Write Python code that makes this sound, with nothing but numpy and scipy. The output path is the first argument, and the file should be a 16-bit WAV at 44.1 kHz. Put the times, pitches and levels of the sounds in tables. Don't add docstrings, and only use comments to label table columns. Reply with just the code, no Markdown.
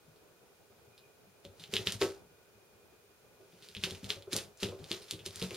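import sys
import numpy as np
from scipy import signal
from scipy.fft import rfft, irfft, next_fast_len
from scipy.io import wavfile
from scipy.ndimage import uniform_filter1d

SR = 44100
rng = np.random.default_rng(int(sys.argv[2]) if len(sys.argv) > 2 else 0)


def unload_audio(sound):
    columns = np.transpose(np.atleast_2d(sound))
    steps = np.round(np.clip(columns, -1, 1) * 32767)
    wavfile.write(sys.argv[1], SR, steps.astype(np.int16))


def volts_from_db(level):
    exponent = np.asarray(level, float) / 20
    return 10 ** exponent


N = 245195


def evened(x):
    return x / np.sqrt(np.mean(x ** 2) + 1e-20)


def read(points, hz):
    f, value = np.transpose(points)
    return np.interp(np.log(hz + 1), np.log(f + 1), value)


def add(mix, s, sound):
    part = mix[..., round(s * SR):][..., :sound.shape[-1]]
    part += sound[..., :part.shape[-1]]


def coloured(x, gain):
    size = next_fast_len(x.shape[-1] // 2 + 1) * 2
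    spectrum = rfft(x, size) * gain(np.fft.rfftfreq(size, 1 / SR))
    return irfft(spectrum, size)[..., :x.shape[-1]]


def paired(two, likeness):
    same = lambda hz: np.clip(read(likeness, hz), 0, 1)
    shared = coloured(two[0], same)
    own = coloured(two[1], lambda hz: np.sqrt(1 - same(hz) ** 2))
    return np.array([two[0], shared + own])


def stir():
    rest_db, lag_s, share_db = -1.5, 0.043, 40
    t = np.arange(0, N / SR, .005)
    landings = np.array(LANDINGS)
    late = np.maximum(t - landings[:, :1], 0) / lag_s
    swells = volts_from_db(landings[:, 1:2] + share_db) * late * np.exp(1 - late)
    return np.interp(np.arange(N) / SR, t, volts_from_db(rest_db) + swells.sum(0))


# [f/Hz, level/dB per Hz]
AIR_COLOUR = [(12, -62), (20, -19), (43, -17.5), (63, -7.5), (117, -5), (273, -10.5), (404, -3.5),
              (440, -3), (1020, -14.5), (1510, -14.5), (1740, -19), (2440, -19.5), (2810, -19.5),
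              (13600, -25), (16500, -24)]
# [f/Hz, likeness]
AIR_LIKENESS = [(60, 0.53), (180, 0.4), (550, 0.56), (1650, 0.28), (4970, -0.49), (15000, 0.16)]
# [f/Hz, width/Hz, level/dB]
HUMS = [
    (404, 39, -82),
    (1462, 4.3, -85),
    (2443, 61, -85.5),
]
# [t/s, level/dB]
WHINE_SWELL = [
    (0, 1.5),
    (.88, 1.5),
    (.94, 12),
    (1.0, 6),
    (1.05, 18),
    (1.1, 0),
    (1.4, 5),
    (5.56, 6),
]


def air():
    noise = paired(rng.standard_normal((2, N)), AIR_LIKENESS)
    low = lambda hz: 1 / (1 + (hz / 1100) ** 4)
    shape = lambda hz: volts_from_db(read(AIR_COLOUR, hz))
    scale = volts_from_db(-63) / np.sqrt(np.mean(coloured(noise, shape) ** 2))
    wander = uniform_filter1d(uniform_filter1d(rng.standard_normal(N), 1500), 1500)
    drift = stir() * volts_from_db(1.8 * evened(wander))
    rumble = drift * coloured(noise, lambda hz: shape(hz) * low(hz))
    hiss = coloured(noise, lambda hz: shape(hz) * (1 - low(hz)))
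    out = scale * (rumble + hiss)
    swell = volts_from_db(np.interp(np.arange(N) / SR, *np.transpose(WHINE_SWELL)))
    for (centre, width, db), slow in zip(HUMS, [1, 1, swell]):
        hum = coloured(noise, lambda hz: 1 / (1 + (2 * (hz - centre) / width) ** 2))
        out += volts_from_db(db) * slow * evened(hum)
    return out


# [f/Hz, t60/s]
ROOM_DECAY = [(300, 0.1), (790, 0.55), (2090, 0.21), (5510, 0.19), (14600, 0.24)]
# [t/s, level/dB]
ECHOES = [
    (.0019, -18),
    (.0043, -12.5),
    (.0068, -11.5),
    (0.0148, -22),
    (0.0144, -12),
    (.021, -15),
]
# [f/Hz, likeness]
ROOM_LIKENESS = [(200, 0.89), (2000, 0.84), (5000, 0.66), (10000, 0.12)]


def tail(build_s=0.00084):
    taps = np.zeros((2, 22050))
    at = np.arange(80, 22000, 20) + rng.integers(0, 20, (2, 1096))
    np.put_along_axis(taps, at, rng.choice([-1., 1.], at.shape), 1)
    hz, t, z = signal.stft(paired(taps, ROOM_LIKENESS), SR, nperseg=256)
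    decay = volts_from_db(-60 * t / read(ROOM_DECAY, hz)[:, None])
    late = signal.istft(z * decay, SR, nperseg=256)[1]
    late *= 1 - np.exp(-np.arange(late.shape[1]) / SR / build_s)
    late *= volts_from_db(-2.5) / np.linalg.norm(late[0])
    for (s, db), (shift, sign) in zip(ECHOES, rng.random((len(ECHOES), 2))):
        late[:, round(s * SR * (.85 + .3 * shift))] += volts_from_db(db) * np.sign(sign - .5)
    return late


# [t/s, level/dB, lead-in/s, slide/s]
SKIDS = [(1.45, -56.5, .02, 0.05), (1.636, -52, 0.1, .12), (1.742, -35.5, 0.032, .14),
         (1.87, -32.5, 0.018, 0.092), (1.925, -38.5, 0.012, 0.069), (2.018, -31, 0.022, .1),
         (3.64, -53.5, 0.058, .2), (3.8, -53, 0.41, 0.087), (3.841, -32.5, 0.016, 0.065),
         (3.9, -44.5, 0.028, 0.16), (4.05, -47, 0.052, 0.11), (4.101, -36, .022, 0.087),
         (4.331, -29.5, 0.018, 0.027), (4.361, -33, .008, 0.083), (4.632, -33.5, 0.033, .07),
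         (4.7, -51.5, .05, 0.12), (4.91, -40.5, .03, 0.16), (4.89, -52, 0.18, 0.11),
         (5.05, -55, 0.14, 0.39), (5.11, -47, 0.085, .04), (5.26, -38.5, 0.016, 0.037),
         (5.44, -40, 0.19, 0.12), (5.55, -44.5, 0.14, 0.2)]
# [f/Hz, level/dB per Hz]
SKID_COLOUR = [(410, -31), (700, -16.5), (1370, -6.5), (3240, -4.5), (4950, -3.5), (8630, -10),
               (15000, -19), (15900, -28), (16500, -59)]


def skids(per_s=5000, spread_db=4.5):
    t = np.arange(0, N / SR, .001)
    level = np.zeros(len(t))
    for s, db, lead, slide in SKIDS:
        away = np.maximum((s - t) / lead, (t - s) / slide)
        level = np.maximum(level, volts_from_db(db - 20 * away))
    size = volts_from_db(spread_db * np.minimum(rng.exponential(1, (2, N)), 4))
    slips = size * (rng.random((2, N)) < per_s / SR) * rng.choice([-1, 1], (2, N))
    scrape = coloured(paired(slips, ROOM_LIKENESS), lambda hz: volts_from_db(read(SKID_COLOUR, hz)))
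    return volts_from_db(-5) * evened(scrape) * np.interp(np.arange(N) / SR, t, level)


def ringing(main_hz, fixed_hz, fixed_db, crowd, t60, travel, dull_db, luck):
    t = np.arange(11000) / SR
    place, weight, phase = luck.T[:, :, None]
    step = (np.arange(len(luck))[:, None] + place) / len(luck)
    hz = crowd[0][0] * (crowd[-1][0] / crowd[0][0]) ** step
    db = read(crowd, hz) + 4.9 * (weight - .5) - dull_db * np.log2(np.maximum(hz / 600, 1))
    hz[0], db[0] = main_hz, 0
    hz[1], db[1] = fixed_hz * (0.95 + 0.0678 * place[1]), fixed_db
    rise = (1 - np.exp(-t * hz / travel)) ** 2
    fade_db = 60 * t / t60 * (hz / fixed_hz) ** 0.12
    modes = volts_from_db(db - fade_db) * rise * np.sin(2 * np.pi * (hz * t + phase))
    sound = modes.sum(0)
    return sound / abs(sound).max()


# [f/Hz, level/dB]
JOISTS = [(32, -11), (60, -14.5), (130, -8.5), (200, -5), (270, -8)]
# [f/Hz, level/dB]
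BOARDS = [(245, -14.5), (350, -8), (530, -9), (750, -19), (1200, -15), (1700, -17)]
# [t/s, joist level/dB, joist f/Hz, board f/Hz, board level/dB]
LANDINGS = [(1.447, -50.5, 85.5, 557, -50.5), (1.731, -35, 200, 435, -40), (1.788, -39.5, 113, 383.7, -43),
            (1.865, -35, 187.6, 404, -42.5), (2.011, -34.5, 272, 396.8, -26.5), (2.048, -42, 218, 390, -36),
            (3.832, -37, 175.5, 388, -47), (3.864, -65, 111, 373.5, -45), (3.912, -41.5, 87, 462, -49),
            (4.029, -38, 199, 338, -64), (4.099, -52, 180, 426, -47.5), (4.162, -48, 99, 561, -51),
            (4.269, -54, 102, 403.5, -44), (4.325, -36, 265, 328.7, -39), (4.348, -38, 207, 394, -38.5),
            (4.625, -30.5, 204, 405, -37.5), (4.685, -44, 92, 482, -45), (4.719, -55, 95, 381, -44.5),
            (4.794, -45, 152, 397, -55), (4.908, -40, 204, 348.4, -39), (5.124, -41.5, 172, 318, -48),
            (5.26, -46, 87, 397.6, -46), (5.418, -32.5, 182, 453, -39), (5.508, -45, 112, 372, -44)]
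# [t/s, joist level/dB, joist f/Hz, board level/dB]
STEPS = [(0.07, -54.5, 154, -82), (0.299, -80, 99, -78), (0.699, -63.5, 215, -62.5), (0.759, -65, 156, -83),
         (0.87, -62, 113, -76), (1.013, -68, 127, -67), (1.268, -60, 190, -82), (1.378, -74, 100, -68),
         (1.489, -53, 91, -65), (1.549, -69, 66, -75), (1.597, -52.5, 168, -75), (1.686, -51, 151, -60.5),
         (1.937, -38, 110, -62), (2.234, -57.5, 179, -81), (2.29, -64, 135, -67), (2.547, -58, 106, -71.5),
         (2.727, -61, 104, -69), (3.022, -75, 107, -69), (3.399, -63, 82.8, -60), (3.53, -56, 177, -62.5),
         (3.621, -64, 144, -64), (3.69, -58, 88, -65.5), (3.761, -41, 94.5, -58), (4.439, -54, 205, -69),
         (5.002, -55, 142, -56.5), (5.199, -53, 107, -65), (5.36, -49, 92.6, -57)]


def paws():
    joist_mode_hz, board_mode_hz = 100, 391
    landing_ring, step_ring, step_board_hz = 0.82, 1, 411.4
    thuds = [(*row, landing_ring) for row in LANDINGS]
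    thuds += [(s, db, hz, step_board_hz, board_db, step_ring) for s, db, hz, board_db in STEPS]
    out, luck = np.zeros(N), rng.random((len(thuds), 24, 3))
    for (s, db, joist_hz, board_hz, board_db, ring), draw in zip(sorted(thuds), luck):
        dull_db = max(0.38 * (-24.5 - board_db), 0)
        joist = ringing(joist_hz, joist_mode_hz, -5.5, JOISTS, 0.26 * ring, 0.38, 0, draw[:8])
        board = ringing(board_hz, board_mode_hz, -0.5, BOARDS, 0.28 * ring, 0.96, dull_db, draw[8:])
        add(out, s, volts_from_db(db - 0.5) * joist)
        add(out, s, volts_from_db(board_db + 5.5) * board)
    wet = signal.fftconvolve(out[None], tail(), axes=1)[:, :N]
    return out + volts_from_db(-13) * wet


def tick(db, hz, bright_db, cycles=0.9):
    t = np.arange(160) / SR
    ring = np.sin(2 * np.pi * hz * t) * (t * hz) ** 1.35 * np.exp(-t * hz / cycles * 1.86)
    for _ in range(2):
        ring = ring - uniform_filter1d(ring, size=21, mode="constant")
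    ring = ring / abs(ring).max()
    spike = np.diff(np.exp(-.5 * ((np.arange(162) - 8) / 1.41) ** 2), 2)
    spike = spike / abs(spike).max()
    return -volts_from_db(db - 0.5) * (ring - volts_from_db(bright_db + 15.5) * spike)[None]


# [t/s, level/dB, ring f/Hz, brightness level/dB]
STRIKES = [(1.6386, -30.5, 3500, -24), (1.738, -16.5, 3200, -15.5), (1.7569, -19, 3430, -19),
           (1.7663, -12.5, 3340, -23), (1.8715, -11, 3390, -28), (1.922, -25.5, 3420, -5.5),
           (2.0153, -16.5, 4100, -38), (2.022, -21, 2180, -34), (3.7494, -29.5, 2760, -18),
           (3.767, -27, 3520, -26), (3.8372, -14.5, 3140, -20), (3.8408, -16.5, 4440, -22.5),
           (3.852, -24.5, 3160, -20), (3.9083, -27.5, 3570, -14), (4.0433, -29.5, 3640, -15.5),
           (4.1034, -12.5, 3700, -43), (4.3304, -14, 4360, -15), (4.3646, -17, 3930, -6.5),
           (4.376, -20, 4910, -16), (4.3867, -26.5, 3200, -19), (4.6312, -18, 3190, -18),
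           (4.6453, -23.5, 4340, -34), (4.9151, -14.5, 3820, -21), (4.927, -28, 3560, -13),
           (5.11, -18, 3800, -11.5), (5.2619, -24.5, 3500, -9.5), (5.3584, -30, 4100, -7),
           (5.4169, -27, 2960, -20), (5.4249, -19, 4250, -17), (5.5077, -31.5, 2400, -13.5)]
# [t/s, level/dB, ring f/Hz, room share level/dB]
GRAZES = [(0.161, -51.5, 4920, 11), (0.9785, -40.5, 4360, 7.5), (1.4507, -34.5, 3600, 2.5),
          (1.5967, -39, 3900, 13.5), (1.883, -36, 3070, 1), (3.5239, -53.5, 3040, 8),
          (3.624, -40, 3780, 10), (3.687, -31, 4530, 3.5), (3.81, -50.5, 3520, 23),
          (3.9488, -36.5, 2980, 4), (4.0924, -32, 3880, -3), (4.2233, -38, 3660, 3),
          (4.3358, -21, 6370, 5.5), (4.5735, -44, 6600, 7), (4.6011, -37.5, 4300, 13.5),
          (4.687, -34, 3220, 4.5), (4.79, -47, 3800, 11), (4.842, -32, 4000, 2.5), (4.945, -35, 3440, -14),
          (5.0178, -38.5, 4760, 17), (5.0832, -40.5, 3900, 11), (5.1337, -36, 3470, 11),
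          (5.1917, -41.5, 3000, 12), (5.3077, -33, 4160, -9), (5.3974, -26, 4930, 7),
          (5.5448, -28.5, 4100, 10)]


def claws():
    graze_bright_db, bounce_cycles, bounce_db = -17, 3.4, -17
    out, rooms = np.zeros((2, N)), [tail() for _ in range(5)]
    ticks = [(s, db, hz, bright_db, 0.06 - 0.1252 * db) for s, db, hz, bright_db in STRIKES]
    ticks += [(s, db, hz, graze_bright_db, room_db) for s, db, hz, room_db in GRAZES]
    for k, (s, db, hz, bright_db, room_db) in enumerate(sorted(ticks)):
        s = s + .0005
        direct = np.pad(tick(db, hz, bright_db), ((0, 0), (0, 100)))
        direct = direct + volts_from_db(bounce_db) * np.roll(direct, round(bounce_cycles / hz * SR))
        add(out, s, direct)
        wet = signal.fftconvolve(direct, rooms[k % len(rooms)], axes=1)
        add(out, s, volts_from_db(room_db - 5.0) * wet)
    return out


# [f/Hz, left-right level/dB]
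PORT_TILT = [(25, 8), (125, 2.3), (500, 0.5), (4000, -0.1), (8000, -0.5), (15000, -1.2)]


def ported(x):
    lag = 0.94

    def port(side, sign):
        tilt = lambda hz: volts_from_db(sign * read(PORT_TILT, hz) / 2)
        delay = lambda hz: np.exp(-1j * np.pi * sign * lag * hz / SR)
        return coloured(side, lambda hz: tilt(hz) * delay(hz))

    return np.array([port(x[0], 1), port(x[1], -1)])


def scene():
    return ported(claws() + paws() + skids()) + air()


def low_pass(x):
    return signal.sosfilt(signal.butter(12, 16810, fs=SR, output="sos"), x)


def record(dry):
    notch = lambda hz: 1 - .95 * np.exp(-.5 * ((hz - 7900) / 110) ** 2)
    edge = lambda hz: volts_from_db(-24) + (1 - volts_from_db(-24)) / (1 + (hz / 15850) ** 120)
    mix = coloured(dry, lambda hz: notch(hz) * edge(hz))
    return low_pass(mix)


dry = scene()
out = record(dry)
unload_audio(out)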